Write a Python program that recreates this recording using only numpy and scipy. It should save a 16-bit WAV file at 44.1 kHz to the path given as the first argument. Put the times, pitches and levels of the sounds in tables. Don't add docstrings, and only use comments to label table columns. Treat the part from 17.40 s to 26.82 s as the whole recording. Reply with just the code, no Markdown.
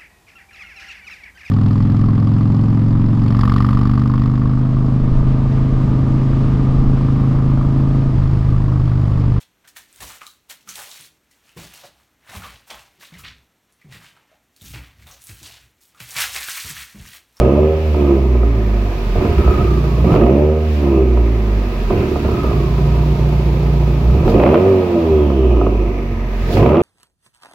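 import sys
import numpy as np
from scipy import signal
from scipy.fft import rfft, irfft
from scipy.io import wavfile
from scipy.ndimage import uniform_filter1d, minimum_filter1d

SR = 44100
rng = np.random.default_rng(int(sys.argv[2]) if len(sys.argv) > 2 else 0)


def persist_wave(psi):
    counts = np.round(np.clip(psi, -1, 1) * 32767).astype(np.int16)
    wavfile.write(sys.argv[1], SR, np.atleast_2d(counts).T)


N = 415404
TIME = np.arange(N) / SR
REFERENCE_RATE = 60

# opens in s, fully open in s, shuts in s, strength in dB.
BLIPS = [(-.25,-.08,0.018,-1.5),(2.523,2.79,2.76,-0.5),(6.592,7.13,7.05,0.5),(9.022,9.28,9.62,1)]
# start in s, full in s, end in s, strength in dB.
STUMBLES = [(1.739,1.78,2.2,-2),(4.47,4.515,4.6,-1),(4.799,4.862,5.1,-5)]
# start in s, full in s, end in s, strength in dB.
IDLES = [(1.755,2.3,2.72,-3),(4.5,5.497,6.85,-0.5)]
# pitch in Hz, width in Hz, strength in dB.
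PIPE = [(206.8,25,1.8),(241.4,19.2,1.5),(282.3,8.8,-0.5),(344,49,-1.5),(402,38.6,1.2)]
TAILPIPE = [(450,40,2.5),(611.2,36,1),(682,38,-3.5),(770,59,-11)]
# frequency in Hz, relative density in dB per Hz.
RASP = [(500,-6),(800,2.5),(980,7),(1120,0),(1270,6.5),(1420,-24.5),(1800,-30),(2600,-7),(4000,-44.5),(8000,-65.5)]


def from_db(db):
    return 10 ** (np.asarray(db) / 20)


def in_time(rows):
    s, *columns = np.transpose(rows)
    return [np.interp(TIME, s, c) for c in columns]


def at_hz(points, hz):
    known_hz, db = np.transpose(points)
    return np.interp(np.log(hz), np.log(known_hz), db)


def rms_one(x):
    return x / np.sqrt(np.mean(x ** 2) + 1e-20)


def evened(x):
    size = SR // 12
    power = uniform_filter1d(uniform_filter1d(x ** 2, size), size)
    return x / np.sqrt(power + 1e-14)


def cut(x, hz, kind, order=2):
    return signal.sosfilt(signal.butter(order, hz, kind, fs=SR, output="sos"), x)


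def panned(x, left_db):
    return x * from_db([[left_db / 2], [-left_db / 2]])


def noise(spectrum, alike):
    hz, _ = np.transpose(spectrum)
    freqs = np.maximum(np.arange(N // 2 + 1) * SR / N, 1)
    white = rng.standard_normal((3, N))
    alike = np.clip(alike, 0, 1)
    pair = np.sqrt(alike) * white[2] + np.sqrt(1 - alike) * white[:2]
    gain = from_db(at_hz(spectrum, freqs)) * np.minimum(freqs / hz[0], 1) ** 2
    return rms_one(irfft(rfft(pair) * gain, N))


def noise_band(hz, order=2):
    return rms_one(cut(rng.standard_normal(N), hz, "band", order))


def breathy_tone(hz, width_hz):
    a, b = cut(rng.standard_normal((2, 2, N)), width_hz / 2, "low")
    phase = 2 * np.pi * np.cumsum(hz * np.ones(N)) / SR
    return rms_one(a * np.cos(phase) + b * np.sin(phase))


def waver(hz):
    steps = rng.standard_normal(int(TIME[-1] * 200) + 200)
    low_pass = signal.butter(2, min(hz, 90), fs=200, output="sos")
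    slow = signal.sosfilt(low_pass, steps)[199:]
    return np.interp(TIME * 200, np.arange(len(slow)), rms_one(slow))


def resonate(x, modes):
    out = 0
    for k, (hz, width, db) in enumerate(modes):
        r = np.exp(-np.pi * width / SR)
        poles = [1, -2 * r * np.cos(2 * np.pi * hz / SR), r * r]
        ring = (1 - r * r) / 2 * signal.lfilter([1, 0, -1], poles, x + 1e-18)
        out = out + (-1) ** k * from_db(db) * ring
    return out


def strikes(rows):
    clicks = np.zeros(N)
    for s, db in rows:
        clicks[round(s * SR)] = from_db(db)
    return clicks


def puffs(clicks, decay_s):
    return signal.lfilter([1], [1, -np.exp(-1 / (decay_s * SR))], clicks + 1e-18)


def gesture(rows, release_s):
    t = TIME[::64]
    each = []
    for start, full, end, db in rows:
        swell = np.sin(np.pi / 2 * np.clip((t - start) / max(full - start, .01), 0, 1)) ** 2
        release = np.exp(-(np.maximum(t - end, 0) / release_s) ** 2)
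        each.append(from_db(db) * swell * release)
    return np.interp(TIME, t, np.max(each, axis=0) + 1e-9)


def states(release_s):
    # start in s, full in s, end in s, strength in dB.
    burbles = [(.52,0.6,0.71,1),(3.34,3.48,3.59,0),(7.15,7.3,7.88,1),(7.9,8.0,8.2,-2.5),(8.2,8.35,8.55,-8)]
    return [1, gesture(BLIPS, release_s), gesture(burbles, 0.21 * release_s),
            gesture(STUMBLES, 0.27 * release_s), gesture(IDLES, release_s)]


def loudness(layer, octaves):
    *state_db, db_per_octave, release_s = layer
    power = sum((from_db(db) * state) ** 2 for db, state in zip(state_db, states(release_s)))
    return np.sqrt(power) * from_db(db_per_octave * octaves)


def roughness(octaves):
    # unevenness (0-1) added by coasting, blip, burble, stumble and idle,
    # share lost per octave of speed, release in s.
    unevenness = (0.27, 0.3, 0.14, 0.5, 0.017, 0.85, 0.2)
    *shares, smoothing, release_s = unevenness
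    rough = sum(share * state for share, state in zip(shares, states(release_s)))
    return np.clip(rough * (1 - smoothing * octaves), .05, 1.1)


def lulled():
    # start in s, deepest in s, end in s, depth in dB relative to a full lull.
    lulls = [(.26,.45,0.51,-1.5),(3.1,3.28,3.35,-1.5),(8.35,8.74,8.76,-3),(8.7,8.85,9.05,-8)]
    full_lull_share = 0.48
    return 1 - np.clip(full_lull_share * gesture(lulls, release_s=0.061), 0, 1)


def tip_in():
    delay_s, width_s = 0.15, 0.1
    return sum(np.exp(-((TIME - start - delay_s) / width_s) ** 2) for start, *_ in BLIPS)


def firings(turns, rough, scatter_db, jitter):
    # one strength in dB for each cylinder, at full roughness.
    cylinder_db = [-1.5, 1, -8.5, -0.5]
    cylinder_lag = [-0.0074, 0.059, -0.015, 0.051]
    number = np.arange(int(turns[-1]) + 1)
    chance = rng.standard_normal((len(number), 2))
    uneven = np.interp(number, turns, rough)
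    cylinder = number % len(cylinder_db)
    late = uneven * (np.array(cylinder_lag)[cylinder] + jitter * chance[:, 0])
    at = np.minimum(np.searchsorted(turns, number + late), N - 1)
    clicks = np.zeros(N)
    clicks[at] = from_db(uneven * (np.array(cylinder_db)[cylinder] + scatter_db * chance[:, 1]))
    return clicks


def boom(turns, rate, rough):
    # frequency in Hz, level in dB.
    standing_waves = [(29,-42),(37,-29.5),(42,-15),(47,-21),(50,-13),(54,-15.5),(58,-10.5),(62,-11.5),(69,-16.5),(76,-13.5),(85,-28),(95,-17),(110,-10.5),(190,-36)]
    blip_db, coast_db, fuel_db, heave_db = -2.0, -10.5, -4.0, 7.0
    top_hz = 133
    throttle = gesture(BLIPS, release_s=0.32)
    fuel = throttle + gesture(IDLES, release_s=.1) + 0.57 * gesture(STUMBLES, release_s=0.23)
    fuel = np.minimum(fuel, 1)
    first = from_db(at_hz(standing_waves, rate) + blip_db * throttle)
    second_db = at_hz(standing_waves, 2 * rate) + coast_db * (1 - fuel) + fuel_db * fuel
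    second = from_db(second_db + heave_db * tip_in())
    second = second / np.sqrt(1 + (rate * 2 / top_hz) ** 12)
    shake = 1 + 0.58 * rough ** 2 * rms_one(cut(rng.standard_normal(N), 12, "low"))
    waves = first * np.sin(2 * np.pi * turns) + second * np.sin(4 * np.pi * turns)
    return np.sqrt(2) * shake * waves


def engine_order(turns, order):
    return np.sqrt(2) * np.cos(2 * np.pi * order * turns)


def song(turns, rate, spectrum, orders, flutter_db):
    total = 0
    for k, db in orders:
        level_db = db + at_hz(spectrum, k * rate) + flutter_db * waver(hz=12.0)
        total = total + from_db(level_db) * engine_order(turns, order=k)
    return total


def singing_orders(turns, rate, octaves, rough, firing):
    # frequency in Hz, level in dB.
    silencer_song = [(85,-48),(120,-29),(145,-12),(162,-29),(185,-38.5),(208,-21),(220,-23.5),(233,-16.5),(255,-32),(285,-24.5),(320,-45.5)]
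    pipe_song = [(250,-44.5),(275,-33.5),(292,-24),(310,-28),(335,-11),(360,-16),(388,-13),(402,-16),(417,-29),(440,-21.5),(465,-33.5),(490,-25.5),(520,-54.5)]
    tailpipe_song = [(395,-38.5),(425,-20.5),(470,-25),(500,-33.5),(540,-19.5),(565,-23),(595,-14),(620,-32),(655,-23.5),(690,-40),(780,-29),(900,-49)]
    # multiple of the firing rate, level in dB.
    silencer_orders = [(3,-7),(4,0),(5,0)]
    pipe_orders = [(4,0),(5,0),(6,-3),(7,-9)]
    tailpipe_orders = [(6,-2),(7,0),(8,-1),(9,-2),(10,-3),(11,-4)]
    # coasting, blip, burble, stumble and idle in dB,
    # tilt in dB per octave of speed, release in s.
    silencer_singing = (-9, 5.5, -8, -16, 3, 0.5, 0.64)
    pipe_singing = (-31.5, 1, -2.5, -16, -34, -2.5, 0.32)
    tailpipe_singing = (-19.5, 1.5, -16.5, -23, -26, -6, 0.49)
    silencer = song(turns, rate, silencer_song, silencer_orders, flutter_db=0.0)
    pipe = song(turns, rate, pipe_song, pipe_orders, flutter_db=1.5)
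    tailpipe = song(turns, rate, tailpipe_song, tailpipe_orders, flutter_db=1.95)
    tones = loudness(silencer_singing, octaves) * silencer
    tones = tones + firing * loudness(pipe_singing, octaves) * pipe
    tones = tones + firing ** 1.46 * loudness(tailpipe_singing, octaves) * tailpipe
    return np.clip(1.5 - 1.7 * rough, .15, 1) * tones


def walls(x):
    # delay in ms, level in dB.
    surfaces = [(5.5,-16),(11.2,-19),(17.1,-13.5),(24.3,-12.5)]
    echoes = sum(from_db(db) * np.interp(TIME - ms / 1000, TIME, x, left=0) for ms, db in surfaces)
    return x + echoes


def pipe_note(clicks, rough, modes, low_hz, high_hz, turbulence, steady_swirl):
    swirl = evened(puffs(clicks, decay_s=0.049) * rng.standard_normal(N))
    burning = np.clip(rough / .3, .3, 1)
    swirl_gain = burning * (steady_swirl + turbulence * rough)
    ringing = resonate(evened(clicks) + swirl_gain * swirl, modes)
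    band = cut(cut(ringing, low_hz, "high", order=4), high_hz, "low", order=4)
    return evened(walls(band))


def silencer_drone(pulses, rough, octaves, firing):
    # pitch in Hz, width in Hz, strength in dB.
    silencer = [(116.3,23,-8.5),(145.07,3.65,4),(172.7,15,-9)]
    # coasting, blip, burble, stumble and idle in dB, tilt in dB per octave of speed, release in s.
    drone = (-34.5, -19, -48.5, -29, -27, -5, 0.84)
    gain = firing * loudness(drone, octaves) + from_db(-23.0) * tip_in()
    return gain * pipe_note(pulses, rough, silencer, low_hz=95.6, high_hz=198.0,
                            turbulence=0.89, steady_swirl=.02)


def pipe_voices(fronts, rate, rough, octaves, firing):
    # coasting, blip, burble, stumble and idle in dB,
    # tilt in dB per octave of speed, release in s.
    growl_levels = (-31, -20, -30, -26.5, -36, -1, 1)
    bark_levels = (-31.5, -14, -17.5, -18, -27.5, 0.5, 0.99)
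    blare_levels = (-34, -18.5, -26, -27, -30, 3.5, 0.54)
    separate = 1 - .78 * np.clip((rate - 56) / (72 - 56), 0, 1)
    growl = pipe_note(fronts, rough, PIPE[:2], low_hz=151.5, high_hz=269,
                      turbulence=0.98, steady_swirl=0.39)
    bark = pipe_note(fronts, rough, PIPE[2:], low_hz=232, high_hz=452,
                     turbulence=0.92, steady_swirl=0.67)
    blare = pipe_note(fronts, rough, TAILPIPE, low_hz=407, high_hz=920,
                      turbulence=4.4, steady_swirl=0.39)
    growl = firing * loudness(growl_levels, octaves) * growl
    bark = separate * firing * loudness(bark_levels, octaves) * bark
    blare = np.sqrt(separate * firing) * loudness(blare_levels, octaves) * blare
    return growl + bark + blare


def gas_noises(flow, octaves, firing, spray_db):
    # coasting, blip, burble, stumble and idle in dB,
    # tilt in dB per octave of speed, release in s.
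    rasp_levels = (-38.5, -28, -34.5, -34.5, -49, -0.5, 0.26)
    hiss_levels = (-38.5, -34.5, -45.5, -36.5, -64, 0.5, 0.4)
    # frequency in Hz, relative density in dB per Hz.
    hiss_colour = [(700,3),(1500,2),(2000,1),(2500,3.5),(2800,-1.5),(3100,-5.5),(4200,-24),(6000,-35.5),(9000,-29.5)]
    rasp_gain = loudness(rasp_levels, octaves)
    blast = np.clip((20 * np.log10(rasp_gain) + 32.2) / 7, 0, 1.5)
    rasp = evened((0.085 + blast) * flow + 0.58) * noise(RASP, alike=0.66)
    rasp = np.sqrt(firing) * rasp_gain * rasp
    hiss_gain = loudness(hiss_levels, octaves) * from_db(0.65 * (spray_db - spray_db.mean()))
    hiss = hiss_gain * evened((.15 + blast) * flow + 0.9) * noise(hiss_colour, alike=0.043)
    return cut(rasp, 5000, "low", order=4), hiss


def fine_spray(flow, spray_db):
    # frequency in Hz, relative density in dB per Hz.
    spray_colour = [(2000,-4),(3600,2.5),(5000,-1),(5900,-7.5),(7000,-10),(8600,-20),(9600,-21.5),(11000,-13.5),(15500,-12)]
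    # peak time in s, level in dB.
    spit_times = [(0,-58),(2.73,-44),(6.9,-40),(9.14,-36.5)]
    spits = sum(from_db(db) * np.exp(-np.abs(TIME - s) / 0.019) for s, db in spit_times)
    spray = (from_db(spray_db + 3.5) + spits) * evened(flow + 7) * noise(spray_colour, alike=0.02)
    lower = panned(cut(spray, 9500, "low", order=4), -1.8)
    return lower + panned(cut(spray, 9800, "high", order=4), 3.0)


def turbo(flow):
    # time in s, whistle in Hz, relative level in dB.
    spin = [(0,2600,-14),(.35,2850,-5),(.8,2300,-4),(1.5,1650,-2),(2.07,1285,2),(2.35,1195,1),(2.63,1055,-2),(2.71,1270,2),(2.77,1330,1),(2.87,1600,-12),(3.2,2850,-9),(3.5,2500,-3),(4.2,1750,-2),(4.93,1310,-2),(5.06,1245,1),(5.36,1005,0),(5.62,955,0),(5.9,885,0),(6.8,860,-3),(6.95,1400,-14),(7.25,4100,-3),(8,2850,0),(8.8,1970,-0.5),(9.15,1780,0),(9.42,2800,-4)]
    # pitch in Hz, level in dB.
    whistle_levels = [(850,-40),(980,-35),(1090,-36.5),(1150,-39.5),(1210,-32.5),(1270,-30.5),(1400,-46),(1600,-47),(1850,-41.5),(2200,-42),(2800,-42),(3300,-49),(4200,-55)]
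    cross_mode_hz = 1275
    hz, db = in_time(spin)
    fast = np.clip((hz - 1300) / 400, 0, 1)
    core = engine_order(np.cumsum(hz + 28 * waver(hz=60)) / SR, order=1)
    narrow = .55 * core + .65 * breathy_tone(hz, width_hz=95)
    whistle = np.sqrt(1 - fast) * narrow + np.sqrt(fast) * breathy_tone(hz, width_hz=560)
    nearness = 1 / np.hypot(1, (hz - cross_mode_hz) / 130)
    howl = 0.6 * nearness * breathy_tone(cross_mode_hz, width_hz=18)
    return from_db(db + at_hz(whistle_levels, hz)) * (whistle + howl) * evened(flow + 0.8)


def engine_bay():
    # pitch in Hz, width in Hz, level in dB.
    whines = [(3450,62,-61.5),(5810,270,-60.5)]
    return sum(from_db(db) * breathy_tone(hz, width) for hz, width, db in whines)


def crackle(fronts):
    # time in s, relative strength in dB.
    bang_times = [(2.72,-7),(2.741,-4),(2.762,-4),(2.837,-6),(6.879,-5),(6.942,-9),(7.0,-1),(7.037,0),(7.064,-1),(7.144,-1),(7.155,3),(9.17,-6),(9.227,-3),(9.261,-2),(9.354,-7)]
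    # frequency in Hz, relative density in dB per Hz.
    crack_colour = [(450,5),(700,7),(1000,5),(1350,-1.5),(1700,-13.5),(2600,-8),(3500,-20),(5000,-38.5)]
    bangs = strikes(bang_times)
    load = np.minimum(gesture(BLIPS, release_s=0.17), 1) ** 3
    shocks = from_db(-11.5) * bangs + from_db(-19) * load * np.minimum(fronts, 1.3)
    cracks = puffs(shocks, decay_s=0.0035) * noise(crack_colour, alike=0.84)
    thuds = from_db(32) * resonate(bangs, TAILPIPE)
    return cut(cracks + thuds, 3500, "low", order=4)


def pops():
    # time in s, relative strength in dB.
    pop_times = [(.545,-15),(.949,-16),(1.032,-15),(1.753,-13),(1.808,-15),(1.851,-12),(2.075,-11),(2.44,-16),(2.579,-18),(2.641,-11),(3.772,-16),(4.505,-11),(4.758,-12),(4.848,-11),(4.885,-15),(5.045,-13),(5.109,-15),(6.425,-20),(6.7,-18),(6.833,-16),(7.902,-15),(8.212,-7),(8.266,-8),(8.348,-18),(9.103,-17)]
    clicks = strikes(pop_times)
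    thud = cut(resonate(clicks, PIPE + TAILPIPE), 1600, "low")
    puff = cut(puffs(clicks, decay_s=0.005) * noise(RASP, alike=0.68), 1500, "low", order=4)
    return from_db(39.0) * walls(thud) + from_db(-9) * puff


def garage(x, t60, low_hz, top_hz, apart_hz):
    t = TIME[:SR // 2]
    tail = rng.standard_normal((2, len(t))) * from_db(-60 * t / t60) * (t > .004)
    tail = tail / np.sqrt(np.sum(tail ** 2) / 2)
    mid, side = cut(cut(tail, low_hz, "high"), top_hz, "low")
    side = cut(side, apart_hz, "high")
    return signal.fftconvolve(x, np.array([mid + side, mid - side]), axes=-1)[:, :N]


def scene():
    # time in s, firings per s.
    speed = [(0,58),(.1,68.6),(.2,75),(.3,78.2),(.42,78.6),(.6,72.6),(.85,64.3),(1.1,56),(1.5,48),(1.85,39),(2,31.6),(2.4,29.2),(2.55,28.9),(2.63,30.5),(2.72,39.6),(2.82,55),(2.92,68.4),(3.04,75.3),(3.14,77.4),(3.28,77.4),(3.52,67.6),(3.85,57),(4.4,45.3),(4.64,36),(4.85,34.8),(5.28,27.3),(5.6,29.9),(5.95,29.5),(6.58,28.7),(6.72,31.2),(6.8,36),(6.95,49.4),(7.1,73.9),(7.2,92.5),(7.28,97.4),(7.6,83.5),(8,65.4),(8.35,51),(8.6,47),(9.05,43.9),(9.19,49),(9.3,72),(9.42,91)]
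    # time in s, relative level in dB.
    spray_level = [(0.0, -53), (0.34, -51), (0.5, -47.5), (1.02, -52), (1.62, -46.5), (1.97, -44.5),
                   (2.68, -46.5), (2.86, -50), (3.15, -52.5), (3.36, -45.5), (3.62, -52), (4.46, -46),
                   (4.72, -45), (7.69, -48.5), (8.03, -52.5), (8.84, -54), (9.18, -41), (9.42, -59.5)]
    rate, = in_time(speed)
    spray_db, = in_time(spray_level)
    octaves = np.log2(rate / REFERENCE_RATE)
    rough = roughness(octaves)
    turns = np.cumsum(rate) / SR
    firing = lulled()
    pulses = firings(turns, rough ** 2, scatter_db=8.0, jitter=0.04)
    fronts = firings(turns, rough, scatter_db=7.0, jitter=0.028)
    flow = evened(puffs(fronts, decay_s=0.02))
    churn = from_db(-21.5) * rough * noise_band([62, 120], order=3)
    rumble = from_db(-38.5) * noise_band([32, 90])
    bass = boom(turns, rate, rough) + churn + rumble + silencer_drone(pulses, rough, octaves, firing)
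    tones = singing_orders(turns, rate, octaves, rough, firing)
    voices = pipe_voices(fronts, rate, rough, octaves, firing)
    rasp, hiss = gas_noises(flow, octaves, firing, spray_db)
    note = panned(bass + tones, -1.62) + panned(voices + pops(), -3.14)
    exhaust = note + panned(rasp + crackle(fronts), -0.97)
    room = from_db(-9.5) * garage(exhaust, t60=0.36, low_hz=405, top_hz=5000, apart_hz=550)
    air = panned(hiss + turbo(flow) + engine_bay(), -1.2)
    return exhaust + room + air + fine_spray(flow, spray_db)


def record(dry):
    size = SR // 200
    gain = np.minimum(1, .97 / (np.abs(dry).max(axis=0) + 1e-9))
    held = dry * uniform_filter1d(minimum_filter1d(gain, size), size)
    return signal.sosfilt(signal.ellip(10, .1, 90, 15900, fs=SR, output="sos"), held)


dry = scene()
out = record(dry)
persist_wave(out)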